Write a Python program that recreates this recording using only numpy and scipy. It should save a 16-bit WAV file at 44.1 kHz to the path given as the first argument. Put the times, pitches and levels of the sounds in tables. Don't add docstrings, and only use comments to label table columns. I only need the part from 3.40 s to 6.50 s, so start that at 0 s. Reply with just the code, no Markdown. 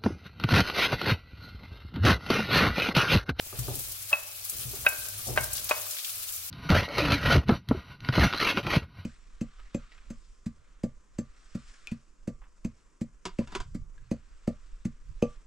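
import sys
import numpy as np
from scipy import signal
from scipy.fft import rfft, irfft, next_fast_len
from scipy.io import wavfile
from scipy.ndimage import uniform_filter1d, map_coordinates

SR = 44100
rng = np.random.default_rng(int(sys.argv[2]) if len(sys.argv) > 2 else 0)


def bounce(signal):
    frames = np.transpose(np.atleast_2d(signal))
    limited = np.clip(frames, -1, 1)
    pcm = np.round(limited * 32767).astype(np.int16)
    wavfile.write(sys.argv[1], SR, pcm)


def boost_factor(decibels):
    exponent = np.asarray(decibels, float) / 20
    return 10 ** exponent


N = 136710

OIL_PAN = np.array([[10 ** (1.4 / 20)], [10 ** (-1.4 / 20)]])


def unit(x):
    return x / np.sqrt(np.mean(x ** 2) + 1e-20)


def along(points, hz):
    f, v = np.transpose(points)
    return np.interp(np.log(hz + 1), np.log(f + 1), v)


def wobble(rate_hz):
    knots = rng.standard_normal(int(N * rate_hz / SR) + 4)
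    return map_coordinates(knots, [np.arange(N) * rate_hz / SR])


def filtered(x, response):
    size = next_fast_len(x.shape[-1] + 8192)
    spectrum = rfft(x, size) * response(np.fft.rfftfreq(size, 1 / SR))
    return irfft(spectrum, size)[..., :x.shape[-1]]


def octave_band(hz, octaves):
    return lambda f: np.exp(-.5 * (np.log2((f + 1) / hz) / octaves) ** 2)


def paired(pair, spectrum, alike):
    def mid_side(hz):
        turn = np.arccos(np.clip(along(alike, hz), -1, 1)) / 2
        return boost_factor(along(spectrum, hz)) * [np.cos(turn), np.sin(turn)]
    mid, side = filtered(pair, mid_side)
    return unit(np.array([mid + side, mid - side]))


def port_lead(points):
    return lambda f: np.exp(.5j * along(points, f) * np.array([[1], [-1]]))


def patchy(depth_db):
    z = signal.stft(rng.standard_normal((2, N)), nperseg=256)[2]
    field = uniform_filter1d(rng.standard_normal(z.shape[1:]), 12, 0)
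    field = unit(uniform_filter1d(field, 8, 1))
    return signal.istft(z * boost_factor(depth_db * field), nperseg=256)[1][:, :N]


def ring(modes, t, attack_s, scatter_db, grip_db=0):
    late = np.clip(t / .015 - 1, 0, 1) * (grip_db > 0)

    def shake(steps):
        return late * np.interp(t * 100, np.arange(101), steps)

    out = 0
    for hz, db, t60_s in modes:
        level_db = db + scatter_db * rng.normal() + grip_db * shake(rng.standard_normal(101))
        stray_rad = 1.7 * shake(np.cumsum(rng.standard_normal(101)))
        out = out + boost_factor(level_db - 60 * t / t60_s) * np.sin(2 * np.pi * hz * t + stray_rad)
    return out * (1 - np.exp(-t / attack_s))


def add(track, s, x):
    start = round(s * SR)
    track[..., start:start + x.shape[-1]] += x


def crackle(hz):
    spread_db, cap_db, t60_s = 0.5, 14, .005
    pops = rng.random((1300, 2))
    pop_db = np.minimum(-spread_db * np.log(pops[:, 1]), cap_db)
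    puffs = np.bincount((pops[:, 0] * N).astype(int), boost_factor(pop_db), N)
    puffs = signal.fftconvolve(puffs, boost_factor(-60 * np.arange(600) / SR / t60_s))[:N]
    size_gain = np.sqrt(9000 / hz) ** .3
    return filtered(puffs * rng.standard_normal((2, N)),
                    lambda f: np.exp(-np.log2((f + 1) / hz) ** 2 / .6) * size_gain)


def sizzle():
    # start_s, level_db, wetness_db
    boil = [(0, -47, -5), (.17, -45.5, 3.5), (.38, -41, -1), (.9, -44, -0.5), (1.3, -40.5, -0.5),
            (1.8, -41.5, -1), (2.18, -40, 1.5), (3.1, -40, -2)]
    # freq_hz, level_db (per Hz)
    fizz_spectrum = [(500, -56), (1200, -5), (1950, -11.5), (2600, -6), (4500, -2.5), (8000, -2),
                     (11500, 0.5), (15800, -1)]
    # freq_hz, likeness (0..1)
    fizz_alike = [(1000, 0.057), (3000, 0.022), (8000, 0.017), (15000, 0.028)]
    bubble_hz = [3200, 6500, 12500]
    crackle_db, coarse_hz, fizz_db = -6.5, 5000, 4
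    s, db, wet_db = np.transpose(boil)
    t = np.arange(N) / SR
    strength_db = np.interp(t, s, db) + .6 * wobble(14) + 1.2 * wobble(50)
    bubbles = unit(sum(crackle(hz) for hz in bubble_hz))
    bed = unit(patchy(depth_db=1.4)) + boost_factor(crackle_db) * bubbles
    fizz = paired(bed, fizz_spectrum, fizz_alike)
    coarse = filtered(fizz, lambda f: 1 / (1 + (f / coarse_hz) ** 4))
    wet_fizz = fizz + (boost_factor(np.interp(t, s, wet_db)) - 1) * coarse
    return wet_fizz * boost_factor(strength_db + fizz_db) * OIL_PAN


def extractor():
    # start_s, level_db
    rumble_level = [(0, -52.5), (.45, -53), (.8, -59.5), (1.1, -56), (1.5, -56), (1.801, -48.5), (2.2, -56),
                    (2.451, -53.5), (2.6, -71.5), (2.75, -54), (3.1, -56.5)]
    # freq_hz, level_db (per Hz)
    air_spectrum = [(100, -40), (200, -20), (420, -14), (612, -5), (880, -10), (1300, -19.5), (2500, -0.5),
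                    (4000, -33)]
    low_spectrum = [(32, -8), (58, -5.5), (95, -1.0), (130, -13.5), (180, -23.5), (600, -19.5), (1300, -20)]
    alike = [(40, 0.98), (130, 1.0), (400, 0.69), (1400, 0.015)]
    motor_hz, motor_db, rumble_db, air_db = 97.5, -4.5, 1.5, -58
    s, db = np.transpose(rumble_level)
    low = paired(patchy(depth_db=-3.3), low_spectrum, alike)
    motor_phase = 2 * np.pi * np.cumsum(motor_hz + 8 * wobble(8.1)) / SR
    low = low + boost_factor(motor_db + 1.54 * wobble(10)) * np.sin(motor_phase)
    air = paired(patchy(depth_db=0.3), air_spectrum, alike)
    level_db = np.interp(np.arange(N) / SR, s, db) + rumble_db + 0.4 * wobble(3.6)
    return boost_factor(level_db) * low + boost_factor(air_db) * air


def snaps():
    # start_s, peak_db, centre_hz
    bursts = [(.0997, -40, 11000), (0.19, -17.5, 11000), (.3545, -18, 11000), (.7293, -23, 4800),
              (.8335, -23, 10900), (.9313, -28, 11100), (1.0964, -18, 10800), (1.4614, -17, 14300),
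              (1.7843, -37, 8340), (1.8407, -26, 14000), (1.9624, -20, 10400), (2.0414, -15.5, 11600),
              (2.0435, -22, 5500), (2.1315, -20, 10500), (2.1715, -18, 10000), (2.1783, -22, 5500),
              (2.197, -21, 10000), (2.2428, -19, 12500), (2.2945, -27, 9050)]
    octaves, gain_db, t60_s, attack_s = 0.86, -5.5, .008, 0.00018
    out, t = np.zeros((2, N + SR)), np.arange(SR // 20) / SR
    for s, db, hz in bursts:
        noise = unit(filtered(rng.standard_normal((2, len(t))), octave_band(hz, octaves)))
        add(out, s, boost_factor(db + gain_db - 60 * t / t60_s) * np.clip(t / attack_s, 0, 1) * noise)
    return out[:, :N] * OIL_PAN


def slides():
    # start_s, length_s, level_db
    heaps = [
        (0.127, 0.27, -48),
        (1.111, 0.35, -52.5),
        (1.57, 0.42, -60),
        (1.859, 0.12, -43.5),
        (1.953, 0.31, -57),
    ]
    # freq_hz, level_db (per Hz)
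    rub_spectrum = [(40, -7), (70, 3.5), (130, -4.5), (200, -9.5), (450, -14), (800, -18), (1600, -45)]
    attack_s, fade_s = 0.011, 0.03
    t = np.arange(N) / SR
    push = np.zeros(N)
    for s, length_s, db in heaps:
        fade = np.exp(-np.maximum(t - s - length_s, 0) / fade_s)
        push += boost_factor(db) * np.clip((t - s) / attack_s, 0, 1) * fade
    rub = paired(rng.standard_normal((2, N)), rub_spectrum, [(50, 0.24), (150, .7), (600, 0.68)])
    return push * boost_factor(0.5 * wobble(24.86)) * rub


def onion():
    # start_s, boom_db, wet_slap_db, firm_tap_db
    landings = [(0.127, -51, -43.5, -37), (.187, -25, -50, -46), (0.2812, -24, -33, -29),
                (0.313, -40, -43, -66), (0.371, -37.5, -57, -57), (1.137, -42.5, -64, -72),
                (1.183, -48, -66, -93), (1.254, -33, -52, -67), (1.333, -51, -43, -46),
                (1.39, -41, -62, -70), (1.52, -48, -47.5, -52), (1.642, -61, -51.5, -66),
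                (1.867, -30, -34.5, -46), (1.885, -32.5, -33, -43), (1.901, -27, -39, -62),
                (1.929, -46, -43, -64), (2, -27.5, -55, -70), (2.07, -51, -65, -65), (2.147, -51, -59, -76)]
    # freq_hz, level_db, t60_s
    boom_modes = [(58.74, -16.5, 0.89), (91.4, -6, 0.24), (119.2, -0.5, 0.17), (239.6, -17.5, 0.092)]
    # freq_hz, level_db, t60_s
    tap_modes = [(396, -3, 0.086), (601, -6, 0.07), (904, -10, 0.052), (1200, -1, 0.027),
                 (1490, -12, 0.041)]
    wet_spectrum = [(130, -30), (300, 0), (700, -5), (1300, -24), (2500, -60)]
    roll_spectrum = [(30, -33), (57, 30), (130, -39), (220, -42.0), (500, -10.5), (1300, -12), (3000, -62)]
    tumble_db, tumble_t60_s = -18, .4
    out, t = np.zeros((2, N + 2 * SR)), np.arange(SR // 2) / SR
    for s, boom_db, slap_db, tap_db in landings:
        boom = ring(boom_modes, t, 0.0081, scatter_db=4.0)
        add(out, s, boost_factor(boom_db) * boom * boost_factor([[1.2], [-.7]]))
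        add(out, s, boost_factor(tap_db) * ring(tap_modes, t, .0006, scatter_db=4.0))
        wet = paired(rng.standard_normal((2, len(t))), wet_spectrum, [(500, .7)])
        add(out, s, boost_factor(slap_db - 6 - 60 * t / 0.28) * np.clip(t / 0.0051, 0, 1) * wet)
        tumble = paired(rng.standard_normal((2, len(t))), roll_spectrum, [(50, 0.48), (500, 0.31)])
        tumble_level = boost_factor(boom_db + tumble_db - 60 * t / tumble_t60_s)
        add(out, s, tumble_level * np.clip(t / 0.0031, 0, 1) * tumble)
    return out[:, :N]


def spits():
    # start_s, peak_db, centre_hz, t60_s
    fine = [(0.1895, -22, 10100, 0.056), (0.355, -20.5, 11600, 0.033), (0.3882, -26, 11900, 0.18),
            (0.4643, -31, 11100, 0.035), (0.519, -24.5, 10500, 0.04), (0.624, -27, 10000, 0.034),
            (1.041, -25, 13250, 0.036), (1.049, -23, 11200, 0.034), (1.0945, -18.5, 11200, 0.061),
            (1.166, -23, 11100, 0.039), (1.4872, -15.5, 11000, 0.037), (1.5934, -22, 14800, 0.021),
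            (1.6847, -16, 10300, 0.017), (1.8698, -24, 7700, 0.11), (2.0065, -19.5, 9600, 0.034),
            (2.0376, -19, 12700, 0.032), (2.131, -13.5, 11000, 0.03), (2.167, -13, 13000, 0.013),
            (2.2426, -14.5, 14500, 0.016), (2.2932, -14.5, 11500, 0.025), (2.508, -20, 7460, 0.039),
            (2.779, -26, 13200, 0.03), (2.9214, -25, 12000, 0.053), (2.961, -18.5, 11600, 0.027)]
    # start_s, peak_db, centre_hz, t60_s
    splashes = [(2.152, -23.5, 5270, 0.079), (2.178, -25, 4930, 0.075), (2.29, -21.5, 5000, 0.077),
                (2.566, -22.5, 3230, 0.025), (2.584, -23.5, 3720, 0.06), (2.645, -21, 3900, 0.045)]
    octaves, gain_db, tail_db, tail_stretch = 0.72, -9.5, -12.5, 7
    out, t = np.zeros((2, N + SR)), np.arange(SR // 5) / SR
    for s, db, hz, t60_s in fine + splashes:
        bell = octave_band(hz, octaves)
        noise = unit(filtered(rng.standard_normal((2, len(t))), lambda f: bell(f) * (f < 15900)))
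        steps = np.repeat(rng.standard_normal(len(t) // 20 + 1), 20)[:len(t)]
        burst = boost_factor(3.6 * steps - 60 * t / t60_s)
        flare = boost_factor(tail_db - 60 * t / t60_s / tail_stretch)
        add(out, s, boost_factor(db + gain_db) * (burst + flare) * (1 - np.exp(-t / 0.0016)) * noise)
    return out[:, :N] * OIL_PAN


def plate():
    # start_s, body_db, middle_db, upper_db, ring_db
    blows = [
        (0.7293, -22.5, -43, -54, -7.5),
        (1.4644, -19, -17, -24, -11.5),
        (1.9754, -18.5, -18, -25, -28),
        (2.3109, -18, -62, -29.5, -36),
    ]
    # scuff_db, ring_partner_db
    touches = [(-38, -22), (-38.5, -11), (-36.5, -34), (-35, -15.5)]
    # freq_hz, level_db, t60_s
    body_modes = [(610, -21, .26), (630, -2, .05), (765, -8, .06), (480, -11, .035), (1040, -5, .06),
                  (1130, 1, .035), (925, -10, .05), (1300, -8, .035), (1460, -4, .04)]
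    middle_modes = [(1558, -15, .2), (1556, -1, .075), (1525, -6, .035), (1830, -7, .045)]
    upper_modes = [(2045, -2, .05), (2210, -9, .2), (2370, -3, .04), (2770, -2, .07), (2980, -6, .07),
                   (3200, -7, .04), (3750, -8, .05)]
    ring_modes = [(2597, 0, .052), (2610, -32, .36)]
    twin_modes = [(2500, 0, .05), (2545, -19, .28)]
    # freq_hz, level_db
    crack_spectrum = [(250, -50), (600, -1), (1400, 0), (2200, -7), (3500, -15), (6000, -27), (8500, -60)]
    crack_db, crack_t60_s = 5, 0.0017
    rattle_db, rattle_t60_s = -1, .05
    scuff_s, scuff_t60_s = .022, 0.38
    opposed_twin = -np.array(twin_modes) * [1, -1, -1]
    out, t = np.zeros(N + SR), np.arange(SR // 3) / SR
    for (s, body_db, mid_db, up_db, ring_db), (scuff_db, twin_db) in zip(blows, touches):
        for db, modes in (body_db, body_modes), (mid_db, middle_modes), (up_db, upper_modes):
            add(out, s, boost_factor(db) * ring(modes, t, .0002, scatter_db=1.5, grip_db=4))
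        for db, modes in (ring_db, ring_modes), (twin_db, opposed_twin):
            add(out, s, boost_factor(db) * ring(modes, t, .0007, scatter_db=.5, grip_db=4))
        wood = unit(filtered(rng.standard_normal(len(t)), lambda f: boost_factor(along(crack_spectrum, f))))
        dying = boost_factor(crack_db - 60 * t / crack_t60_s) + boost_factor(rattle_db - 60 * t / rattle_t60_s)
        add(out, s, boost_factor(body_db) * dying * np.clip(t / 0.00028, 0, 1) * wood)
        scuff = np.clip(t / 0.01, 0, 1) * boost_factor(-60 * np.maximum(t - scuff_s, 0) / scuff_t60_s)
        add(out, s - scuff_s, boost_factor(scuff_db) * wood[::-1] * scuff)
    return filtered(out[:N], lambda f: (1j * f / (260 + 1j * f)) ** 4)


def kitchen(x):
    # freq_hz, t60_s
    decay = [(200, 0.73), (2000, 0.7), (10000, 0.35)]
    # freq_hz, level_db
    colour = [(700, 0), (1500, -3), (2600, -9)]
    coloured = filtered(x, lambda f: boost_factor(along(colour, f)))
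    hz, t, z = signal.stft(rng.standard_normal((2, SR // 2)), SR, nperseg=256)
    tail = signal.istft(z * boost_factor(-60 * t / along(decay, hz)[:, None]), SR, nperseg=256)[1]
    tail = tail / np.linalg.norm(tail[0])
    delayed = np.pad(coloured, (150, 0))
    return signal.fftconvolve(delayed[None], tail, axes=1)[:, :N]


def scene():
    # freq_hz, lead_rad
    plate_lead = [(600, .8), (1100, 1.3), (1550, 1.5), (2600, 1.15)]
    # freq_hz, lead_rad
    pan_lead = [(50, 1.0), (130, .6), (500, .4)]
    room_db = -12
    knocks, food = plate(), onion()
    direct = filtered(np.array([knocks, knocks]), port_lead(plate_lead)) * boost_factor([[.6], [-.6]])
    direct = direct + filtered(food, port_lead(pan_lead))
    room = boost_factor(room_db) * kitchen(knocks + food.mean(0))
    return direct + room + sizzle() + extractor() + snaps() + slides() + spits()


def top_cut(x):
    return signal.sosfilt(signal.butter(12, 16300, fs=SR, output="sos"), x)


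def record(dry):
    mix = filtered(dry, lambda f: f < 15950)
    return top_cut(mix)


dry = scene()
out = record(dry)
bounce(out)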